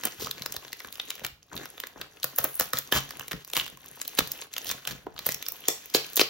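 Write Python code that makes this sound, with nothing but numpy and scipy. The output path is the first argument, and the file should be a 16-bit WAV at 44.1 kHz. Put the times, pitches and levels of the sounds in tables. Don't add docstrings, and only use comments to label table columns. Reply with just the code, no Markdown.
import sys
import numpy as np
from scipy import signal
from scipy.fft import rfft, irfft
from scipy.io import wavfile
from scipy.ndimage import uniform_filter1d

SR = 44100
rng = np.random.default_rng(int(sys.argv[2]) if len(sys.argv) > 2 else 0)


def file_out(sig):
    cols = np.atleast_2d(sig).T
    lim = np.clip(cols, -1, 1)
    pcm = np.round(lim * 32767).astype(np.int16)
    wavfile.write(sys.argv[1], SR, pcm)


N = 277389
TIME = np.arange(N) / SR

# time in seconds, effort in dB.
EFFORT = [(0.0, -36.5), (0.4, -39), (0.77, -48.5), (1.14, -39), (1.33, -69), (1.54, -33), (1.7, -48.5),
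          (2.08, -65.5), (2.26, -50), (2.42, -46), (3.12, -40.5), (3.65, -50), (3.82, -53.5), (3.96, -40.5),
          (4.17, -35.5), (4.61, -37), (4.77, -40), (4.97, -62), (5.2, -41.5), (5.34, -52), (5.69, -37),
          (5.99, -30), (6.17, -38), (6.29, -45)]
# start and end in seconds, share of their movement that stops.
RESTS = [(1.298, 1.55, 0.84), (3.44, 3.457, 1), (4.463, 4.508, 1), (5.048, 5.15, 0.9), (5.716, 5.912, 0.59),
         (6.0, 6.135, 0.1)]
# start and end in seconds, rubbing and rocking levels in dB.
SHOVES = [(0.201, 0.283, -44, -63), (0.357, 0.566, -55, -52), (0.857, 0.878, -50.5, -56),
          (1.214, 1.256, -48.5, -47.5), (1.525, 1.635, -44, -45.5), (1.973, 2.026, -46, -49),
          (2.381, 2.484, -46.5, -66), (2.934, 2.966, -33.5, -35.5), (3.04, 3.242, -55.5, -58),
          (3.343, 3.366, -63, -44), (3.7, 3.78, -68, -56), (4.22, 4.254, -56, -40),
          (4.347, 4.471, -55.5, -75), (4.655, 4.777, -50.5, -65), (4.91, 4.955, -48.5, -42.5),
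          (5.05, 5.23, -59.5, -51.5)]
# start and end in seconds, level in dB.
PEELS = [(2.37, 2.64, -40.5), (3.54, 3.59, -36), (4.0, 4.45, -52), (4.63, 4.73, -43)]
# start and end in seconds, rasp pitch in Hz, crack level in dB,
# box wall against the crack in dB.
RIPS = [(0.034, 0.079, 4170, -39, -3.5), (0.201, 0.268, 4500, -40.5, -52),
        (1.231, 1.259, 3000, -47.5, -7.5), (2.381, 2.395, 5500, -33.5, -5), (2.44, 2.45, 5500, -38.5, 5.5),
        (2.594, 2.628, 4500, -35.5, -10.5), (2.737, 2.797, 3600, -40.5, -7), (2.914, 2.926, 3300, -40, -29),
        (2.923, 2.983, 940, -33.5, -7.5), (2.95, 2.985, 4900, -31.5, -21), (3.311, 3.318, 2420, -36.5, -7),
        (3.55, 3.616, 2600, -37, -17.5), (3.569, 3.577, 2100, -34, -10), (3.629, 3.688, 2500, -50.5, -17),
        (4.172, 4.202, 4200, -36.5, -13), (4.655, 4.725, 3900, -38.5, -29), (4.871, 4.929, 3300, -42, -8),
        (5.252, 5.328, 5550, -40, -17), (5.686, 5.7, 6500, -43, -21), (5.938, 5.969, 4530, -28, -19),
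        (6.171, 6.186, 4800, -31, -18), (6.198, 6.218, 3970, -24, -9)]
# time in seconds, crease pitch in Hz, crack level in dB,
# then box wall and tape film, each against the crack in dB.
SNAPS = [(0.036, 2130, -29, -13, -4), (0.0531, 8400, -31.5, -0.5, 17), (0.221, 5570, -56, 23, 22),
         (0.2699, 1340, -35.5, -2, -2), (0.3116, 3960, -25.5, -28, -0.5), (0.3808, 4480, -38.5, -11, -10),
         (0.4214, 4600, -28, -26, -6), (0.461, 5340, -25.5, -9.5, -1), (0.523, 7350, -31.5, -40, 4),
         (0.565, 4560, -28, -17.5, 0), (0.627, 1050, -56, 6, -12), (0.6489, 5840, -40.5, -4.5, -13),
         (0.6807, 4020, -40, -20, -7), (0.721, 5200, -42, -24, -6), (0.73, 2100, -29, -20, -3.5),
         (0.8027, 1890, -36, -12, -7), (0.847, 1680, -40, -0.5, -4), (0.926, 3880, -37.5, -33, 4),
         (0.9557, 2820, -37.5, -33, -3), (0.981, 3050, -51, 1, 2), (0.9985, 3510, -22.5, -20, -16),
         (1.015, 4200, -46, -17, 2), (1.038, 3500, -54, -18, 0), (1.091, 3900, -44, -24, -6),
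         (1.1046, 3830, -24, -26, -3), (1.114, 2320, -37.5, -12.5, -14), (1.154, 5240, -41, -23, 3),
         (1.18, 3270, -44, -9, -9), (1.195, 3320, -43, -5, -1), (1.2482, 2500, -24.5, -17.5, -3.5),
         (1.2494, 1860, -30, -14.5, -9), (1.265, 3550, -33, -15, 4), (1.429, 6400, -48, -30, -10),
         (1.533, 1220, -45.5, -29, -38), (1.566, 3640, -31.5, -30, -6), (1.5766, 3700, -31, -35, -7),
         (1.6564, 1630, -38, -8, 2), (1.7793, 3600, -39, -6.5, -9), (1.8012, 3380, -31, -19, 3),
         (1.837, 1830, -33, -4, -24), (1.87, 5960, -38, -13, 3.5), (1.9593, 1320, -69, 29.5, -3),
         (2.0139, 3930, -30.5, -14, -4.5), (2.017, 3970, -33.5, -10, -12), (2.1714, 2650, -47, -15, -23),
         (2.231, 3700, -23.5, -36, -4.5), (2.2429, 4640, -25.5, -3, 8.5), (2.3616, 6700, -46.5, -13, 19),
         (2.3854, 5860, -31, 6.5, 19), (2.4423, 6700, -31, 6, 18.5), (2.5543, 7100, -46, -27, 19),
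         (2.598, 3780, -26, 0.5, 13.5), (2.609, 6240, -24, -1.5, 1.5), (2.7332, 1300, -24, -3, 3.5),
         (2.7714, 3480, -25.5, -21, -8), (2.787, 7400, -29, -23, 11), (2.9239, 3260, -17.5, -11.5, -1.5),
         (3.1074, 1700, -34.5, -16, 1.5), (3.196, 1900, -34, -11.5, 1), (3.209, 2850, -35.5, -6, -8),
         (3.2815, 3900, -36.5, -18, 5), (3.316, 2920, -31, -5.5, -3), (3.331, 1820, -32.5, -7, -5),
         (3.448, 5000, -40.5, -21, 3), (3.477, 6200, -50, -1, 10), (3.5007, 7000, -40, -22, 1),
         (3.5345, 3300, -24.5, -25, -1.5), (3.557, 3000, -27, -18, -12), (3.567, 2970, -18, -14.5, -2.5),
         (3.574, 2950, -24.5, -10.5, -3), (3.598, 2800, -18.5, -24, -18), (3.611, 3300, -29, -18, -19),
         (3.679, 3400, -35.5, -17, -3), (3.664, 3000, -34.5, -18, -3), (3.773, 1090, -47.5, -9, 2),
         (3.86, 5700, -49, -18, 10), (3.973, 930, -57, 9, -15), (4.0505, 3420, -38, -29, -2),
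         (4.0153, 7150, -27, -20.5, 1), (4.0784, 4100, -32.5, -43, 8.5), (4.1875, 4320, -15, -12, -7),
         (4.1899, 1290, -15.5, -15, 1), (4.2056, 1350, -30.5, -3.5, -1), (4.274, 4800, -35.5, -30, 3),
         (4.318, 5450, -31, -31, 9.5), (4.4207, 3800, -34, -15.5, -14.5), (4.538, 3160, -31, -39, -3),
         (4.5655, 2980, -26.5, -17.5, -9), (4.581, 2980, -26.5, -19, 1), (4.6451, 3020, -38, -22, 4),
         (4.7, 3630, -27, -12, -17), (4.692, 4900, -27, -28, -1), (4.7138, 6750, -25.5, -13, 0),
         (4.852, 3260, -32, -18, -7), (4.8739, 3050, -24, -16.5, -0.5), (5.0678, 1040, -52, 25, -6),
         (5.164, 1400, -43.5, -10, -13), (5.179, 4130, -35, -22, -24), (5.1909, 4400, -30, -15.5, -2.5),
         (5.2656, 4320, -33, 6.5, 19.5), (5.2897, 2130, -30, 3, 7.5), (5.321, 6100, -28, -28, 2),
         (5.3448, 5700, -27, -31, 1), (5.4258, 2940, -30.5, -21, 0), (5.4642, 5240, -29, -25, -7),
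         (5.4852, 6000, -30.5, -19.5, 9), (5.521, 6200, -46, -0.5, 20), (5.639, 3200, -39, -17, -19),
         (5.6542, 3460, -37.5, -14, -14), (5.858, 6200, -48.5, -34, 12.5), (5.9, 4760, -41.5, -14, 0),
         (6.1327, 4060, -40.5, -32, 7), (5.6839, 7400, -15.5, -15, 2.5), (5.9463, 4570, -19, -11, -7),
         (5.9481, 4500, -15, -10, -3.5), (6.1587, 6300, -33, -23, 14), (6.168, 4330, -22, -19, 7.5),
         (6.1736, 3300, -22, -6.5, 3), (6.1953, 2610, -11.5, -11, -8), (6.2135, 4800, -11.5, -9, -26)]
# time in seconds, level in dB, pitch in Hz.
THUDS = [(0.055, -33, 217), (0.186, -47, 85), (0.222, -48, 330), (0.23, -46, 125), (0.408, -37, 180),
         (0.563, -50, 70), (0.846, -39, 298), (0.864, -62, 85), (1.244, -43.5, 108), (1.318, -53, 61.4),
         (1.56, -47, 180), (1.958, -54, 300), (2.245, -42, 150), (2.396, -42, 137), (2.445, -44, 138),
         (2.739, -36.5, 150), (2.9232, -17.5, 390), (2.945, -32, 100), (3.193, -46, 114),
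         (3.336, -29.5, 207), (3.347, -38, 139), (3.5355, -30.5, 496), (3.723, -51, 224), (3.915, -51, 163),
         (4.1873, -19.5, 290), (4.204, -36.5, 132), (4.676, -44, 245), (4.901, -43, 248),
         (5.068, -29.5, 283), (5.289, -28, 260)]
# time in seconds, level in dB.
KNOCKS = [(5.6853, -18.5), (5.9488, -10), (6.1742, -26), (6.1954, -15), (6.2148, -11.5)]

VOICE_HZ = [380, 1300, 4200, 12000]
VOICE_EDGES_HZ = [150, 700, 2200, 7500, 16000]
# frequency in Hz, relative level in dB.
CRINKLE_TONE = [(500, -29), (1500, -2), (3300, 3.5), (5200, -3), (6500, 3), (9000, -11), (16000, -5)]
RUB_TONE = [(100, -3), (250, 3), (430, 5), (750, -1), (1200, -3.5), (1800, -3), (3000, -22), (8000, -105)]
HISS_TONE = [(3000, -74), (7000, -45), (10000, 54), (14500, 26), (16000, 34)]
ROCKING_TONE = [(20, -37), (40, -5.5), (60, 3.5), (110, -4.5), (170, 4), (260, -1), (600, -12.5),
                (2000, -67)]
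AIR_TONE = [(20, -19), (60, 7.5), (300, 0.5), (900, -12), (6200, -27), (16000, -31)]
FLUTTER_TONE = [(5000, -0.5), (12000, 1)]
HOLLOW_BOX_TONE = [(100, -15), (200, -6.5), (290, -1), (400, -0.5), (540, 2.5), (750, -4), (1100, 0)]
# pitch and width in Hz, gain in dB.
STRIP_MODES = [(1710, 115, 5.5), (3120, 87, 8)]
PRESSED_BOX_MODES = [(89, 43, -15), (180, 53, -10.5), (285, 30, 4.5), (400, 41, -7.5), (520, 55, 8.5),
                     (638, 25, 7.5), (827, 28, 2.5), (1330, 190, 9.5), (1650, 120, 4), (1860, 64, 6.5),
                     (2330, 170, -1.5)]

# pitch in Hz, gain in dB, seconds to fall by 60 dB.
HUM_MODES = [(139, -54, 0.38), (446, -61.5, 0.24), (555, -70, 0.27)]
# frequency in Hz, seconds to fall by 60 dB.
ROOM_T60 = [(100, 0.6), (300, 0.2258), (1000, 0.29), (4500, 0.3145), (14000, 0.3)]
# frequency in Hz, relative level in dB.
ROOM_TONE = [(60, -16), (140, 7), (280, -4.5), (450, 3), (800, 7), (1600, 6), (4500, 5), (9000, 1),
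             (16000, 1)]
# time in seconds, room feed in dB.
ROOM_FEED = [(0, -14), (2.4, -12), (4.2, -14.5), (5.4, -11.5), (5.7, -6), (5.95, -8.5), (6.29, -14)]
# frequency in Hz, gain in dB.
PORT_SHADE = [(90, 1), (340, -4), (700, 0.5)]
# frequency in Hz, phase lag in radians.
PORT_LAG = [(100, 0), (430, -0.27), (1500, 0), (2200, -0.8), (4900, -0.3), (6300, 1.07), (7400, 2.4),
            (10300, 3.6), (12600, 6), (16000, 6.7)]

PRESSED_S, LIFTED_S = (2.2, 2.8), 5.6


def undb(db):
    return 10 ** (np.asarray(db) / 20)


def unit(x):
    return x / np.sqrt(np.mean(x ** 2) + 1e-20)


def over_hz(points, size):
    hz, value = np.transpose(points)
    return np.interp(np.log(np.fft.rfftfreq(size, 1 / SR) + 1), np.log(hz), value)


def colour(x, tone):
    return unit(irfft(rfft(x) * undb(over_hz(tone, len(x))), len(x)))


def resonances(rows, size):
    hz = np.fft.rfftfreq(size, 1 / SR)
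    return sum(db / (1 + ((hz - centre) / width) ** 2) for centre, width, db in rows)


def causal(db):
    cepstrum = irfft(np.log(undb(db)))
    half = len(cepstrum) // 2
    return np.exp(rfft(np.r_[cepstrum[0], 2 * cepstrum[1:half]], len(cepstrum)))


def add(track, at_s, sound):
    start = max(int(at_s * SR), 0)
    part = sound[:, :max(N - start, 0)]
    track[:, start:start + part.shape[1]] += part


def crackle(size, rate, spread_db):
    hit = rng.random(size) < rate / SR
    strength = undb(spread_db * np.minimum(rng.exponential(1, size), 4))
    return unit(hit * strength * rng.choice([-1, 1], size))


def bending(size, lag_ms, low_hz):
    hz = np.fft.rfftfreq(size, 1 / SR)
    s = 1j * hz / low_hz
    return np.exp(-4j * np.pi * lag_ms * np.sqrt(hz / 1000)) * s * s / (s * s + s + 1)


def at_mic(sound, scatter_db=-7, decay_s=0.00081, size=256):
    scatter = unit(rng.standard_normal(size) * np.exp(-TIME[:size] / decay_s)) / np.sqrt(size)
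    scatter = signal.lfilter(*signal.butter(2, [200, 8000], "band", fs=SR), scatter)
    side = undb(scatter_db) * signal.fftconvolve(sound, scatter)[:len(sound)]
    return np.array([sound + side, sound - side])


def stroke(start, end, attack_s=0.0085, release_s=0.021):
    return np.exp(np.minimum(TIME - start, 0) / attack_s - np.maximum(TIME - end, 0) / release_s)


def strokes(rows):
    return sum(undb(db) * stroke(start, end) for start, end, db in rows)


def effort(follow, usual_db=-45.5):
    resting = sum(share * stroke(start, end) for start, end, share in RESTS)
    effort_db = np.interp(TIME, *np.transpose(EFFORT)) - usual_db
    return np.clip(1 - resting, 0.02, 1) * undb(follow * effort_db)


def stirring(settle_s=0.018):
    power = sum(undb(db) ** 2 * ((TIME >= start) & (TIME < end)) for start, end, _, db, _ in RIPS)
    keep = np.exp(-1 / (settle_s * SR))
    return np.sqrt(signal.lfilter([1 - keep], [1, -keep], power + 1e-18))


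def catch_and_slip(rate=28, depth_db=2.2):
    hold = int(SR / rate)
    level = np.repeat(rng.standard_normal(N // hold + 1), hold)[:N]
    return unit(undb(depth_db * uniform_filter1d(level, hold // 3)))


def creases(low_hz, high_hz, rate, q=4.3, count=10):
    hz, spectrum = np.fft.rfftfreq(N, 1 / SR), 0
    for centre in np.geomspace(low_hz, high_hz, count):
        s = 1j * hz / centre
        spectrum += rfft(crackle(N, rate / count, spread_db=3.3)) * s / (s * s + s / q + 1)
    return unit(irfft(spectrum * bending(N, lag_ms=0.833, low_hz=151), N))


def handling(crinkle_db=-54, rub_db=-58, hiss_db=-59):
    catching, shoved = catch_and_slip(), strokes(np.array(SHOVES)[:, :3])
    disturbed = undb(-9) * (stirring() + shoved)
    crinkle = np.hypot(undb(crinkle_db) * effort(follow=0.59) * catching, disturbed)
    rub = np.hypot(undb(rub_db) * effort(follow=0.29) * catching, undb(-2) * shoved)
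    hiss = np.hypot(undb(hiss_db) * effort(follow=0.43), undb(-1) * strokes(PEELS))
    ticks = creases(low_hz=1280, high_hz=12400, rate=120)
    scuffs = creases(low_hz=261, high_hz=2330, rate=400)
    friction = crackle(N, rate=9900, spread_db=1.5)
    return (at_mic(crinkle * colour(ticks + 1.33 * friction, CRINKLE_TONE))
            + at_mic(rub * colour(scuffs + 0.67 * friction, RUB_TONE))
            + at_mic(hiss * colour(ticks + 0.8 * friction, HISS_TONE)))


def rocking(held_db=-73, shove_db=-7, recoil_db=-15, sway_db=-5):
    shoved = strokes([(start, end, db) for start, end, _, db in SHOVES])
    recoil = stirring() * (TIME < LIFTED_S)
    held = undb(held_db) * effort(follow=0.12)
    push = np.hypot(held, undb(shove_db) * shoved + undb(recoil_db) * recoil)
    nudges, sway = (push * colour(crackle(N, rate=110, spread_db=3), ROCKING_TONE) for _ in range(2))
    return at_mic(nudges) + undb(sway_db) * np.array([sway, -sway])


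def room_air(level_db=-68):
    return at_mic(undb(level_db) * colour(rng.standard_normal(N), AIR_TONE))


def pressed(at_s):
    return PRESSED_S[0] < at_s < PRESSED_S[1]


def voice_levels(at_s, crack_db, wall_db, film_db, crease_hz):
    wide_crease = np.exp(-np.log2(crease_hz / VOICE_HZ[1]) ** 2)
    paper_db = 0.5 + 0.56 * wall_db + 6 * wide_crease
    paper_db -= 0.25 * max(crack_db + 28, 0)
    if at_s > LIFTED_S:
        wall_db, paper_db = wall_db - 7, paper_db - 4
    return crack_db + np.array([wall_db, paper_db, 0, film_db])


def voiced(spectrum, voice_db, seconds, trim_db=-1):
    size = 2 * (len(spectrum) - 1)
    bins = (np.array(VOICE_EDGES_HZ) * size / SR).astype(int)
    for _ in range(2):
        energy = np.add.reduceat(abs(spectrum) ** 2, bins)[:-1] * 2 / size
        lift_db = voice_db + trim_db - 10 * np.log10(energy / (seconds * SR) + 1e-20)
        spectrum = spectrum * causal(over_hz(np.c_[VOICE_HZ, lift_db], size))
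    return irfft(spectrum)


def rips(usual_rate=750, usual_db=-39, film_db=-1, rasp_width=0.77, rasp_db=5, edge_s=0.012, size=8192):
    out, t = np.zeros((2, N)), TIME[:size]
    path = bending(size, lag_ms=0.879, low_hz=170)
    for start, end, rasp_hz, crack_db, wall_db in RIPS:
        length = max(end - start, edge_s)
        pull = np.clip(np.minimum(t, length - t) / edge_s + .5, 0, 1)
        clicks = pull * crackle(size, usual_rate * undb(crack_db - usual_db), spread_db=1.5)
        rasp = (rasp_hz, rasp_width * rasp_hz, rasp_db)
        modes = PRESSED_BOX_MODES if pressed(start) else STRIP_MODES
        ring = causal(resonances([rasp, *modes], size))
        voice_db = voice_levels(start, crack_db, wall_db, film_db, rasp_hz)
        add(out, start, at_mic(voiced(rfft(clicks) * ring * path, voice_db, length)))
    return out


def small_snaps(crack_db=-48, crease_hz=3600, wall_db=-17, film_db=-3, count=18):
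    times = (np.arange(count) + rng.random(count)) * LIFTED_S / count
    levels_db = crack_db + 20 * np.log10(np.interp(times, TIME, effort(follow=0.55)))
    variations = rng.standard_normal((count, 4))
    return [(at_s, crease_hz * 2 ** (0.8 * pitch), db + 2.5 * size, wall_db + 4 * wall, film_db + 4 * film)
            for at_s, db, (pitch, size, wall, film) in zip(times, levels_db, variations)]


def crease_ring(crease_hz, film_db, size, ring_db=6.5, above_db=-5):
    hz = np.fft.rfftfreq(size, 1 / SR)
    bare_db = np.clip(-0.45 * film_db, 0, 6)
    width_hz = 0.11 * crease_hz * undb(0.5 * bare_db)
    peak_db = resonances([(crease_hz, width_hz, ring_db + bare_db)], size)
    return peak_db + above_db * np.clip(2 * (hz / crease_hz - 1), 0, 1)


def snaps(creak=0.035, creak_s=0.003, flutter=0.17, flutter_s=0.002, big_db=-20, lead_s=0.00022):
    out, size, flip = np.zeros((2, N)), 4096, 256
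    t = (np.arange(size) - flip) / SR
    for at_s, crease_hz, crack_db, wall_db, film_db in SNAPS + small_snaps():
        voice_db = voice_levels(at_s, crack_db, wall_db, film_db, crease_hz)
        age = abs(t) / undb(0.037 * (max(voice_db) - big_db))
        shiver = np.where(t < 0, creak * np.exp(-age / creak_s), flutter * np.exp(-age / flutter_s))
        click = shiver * colour(rng.standard_normal(size), FLUTTER_TONE)
        click[flip] = 1
        box_db = resonances(PRESSED_BOX_MODES, size) if pressed(at_s) else over_hz(HOLLOW_BOX_TONE, size)
        ring = causal(crease_ring(crease_hz, film_db, size) + box_db)
        path = bending(size, lag_ms=np.exp(0.1945 * rng.standard_normal()), low_hz=210)
        snap = voiced(rfft(click) * ring * path, voice_db, seconds=0.0022)
        add(out, at_s + t[0] - lead_s, at_mic(snap))
    return out


def thump(hz, q, lag_ms, size=8192):
    s = 1j * np.fft.rfftfreq(size, 1 / SR) / hz
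    swing = irfft((s / (s * s + s / q + 1)) ** 2 * bending(size, lag_ms, low_hz=30))
    return swing / abs(swing).max()


def thuds():
    out = np.zeros((2, N))
    for at_s, level_db, hz in THUDS:
        add(out, at_s, at_mic(undb(level_db) * thump(hz, q=1, lag_ms=1.303)))
    return out


def yank(at_s=2.9228, level_db=-10, rise_s=0.0014):
    out, t = np.zeros((2, N)), TIME[:2048]
    twang = sum(np.sin(2 * np.pi * hz * t) * np.exp(-np.pi * width * t) for hz, width, _ in STRIP_MODES)
    add(out, at_s, at_mic(undb(level_db) * twang * (1 - np.exp(-t / rise_s))))
    return out


def hollow_knocks():
    out, knock = np.zeros((2, N)), thump(hz=393, q=1.45, lag_ms=0.314)
    for at_s, level_db in KNOCKS:
        add(out, at_s, at_mic(undb(level_db) * knock, scatter_db=-7.5))
    return out


def desk_hum(sound):
    t = TIME[:SR]
    ring = sum(undb(db - 60 * t / t60) * np.sin(2 * np.pi * hz * t) for hz, db, t60 in HUM_MODES)
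    return signal.fftconvolve(sound, ring)[:N]


def room_tail(onset_s=0.00012, size=22050):
    t, octave = TIME[:size], np.log2(np.fft.rfftfreq(size, 1 / SR) + 1)
    noise, tail = rfft(rng.standard_normal(size)), 0
    for centre in range(5, 15):
        t60 = np.interp(centre, octave, over_hz(ROOM_T60, size))
        band = np.maximum(1 - abs(octave - centre), 0) * undb(over_hz(ROOM_TONE, size))
        tail += irfft(noise * band, size) * undb(-60 * t / t60)
    return unit(tail * np.clip(t / onset_s - .5, 0, 1)) / np.sqrt(size)


def reflections(sound):
    feed = sound * undb(np.interp(TIME, *np.transpose(ROOM_FEED)))
    mid, side = (signal.fftconvolve(feed, room_tail())[:N] for _ in range(2))
    width_db = over_hz([(300, -8), (2000, 1), (5000, 1), (9000, -9)], N)
    side = irfft(rfft(side) * undb(width_db), N)
    return np.array([mid + side, mid - side])


def scene():
    direct = snaps() + rips() + yank() + handling() + rocking() + thuds() + hollow_knocks()
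    centre = direct.mean(axis=0)
    return direct + desk_hum(centre) + reflections(centre) + room_air()


def record(dry, drive=0.35, top_hz=15900):
    right_port = undb(over_hz(PORT_SHADE, N)) * np.exp(-1j * over_hz(PORT_LAG, N))
    right = irfft(rfft(dry[1]) * right_port, N)
    rounded = np.tanh(drive * np.array([dry[0], right])) / drive
    low_pass = signal.ellip(10, .2, 70, top_hz, fs=SR, output="sos")
    return signal.sosfilt(low_pass, rounded)


dry = scene()
out = record(dry)
file_out(out)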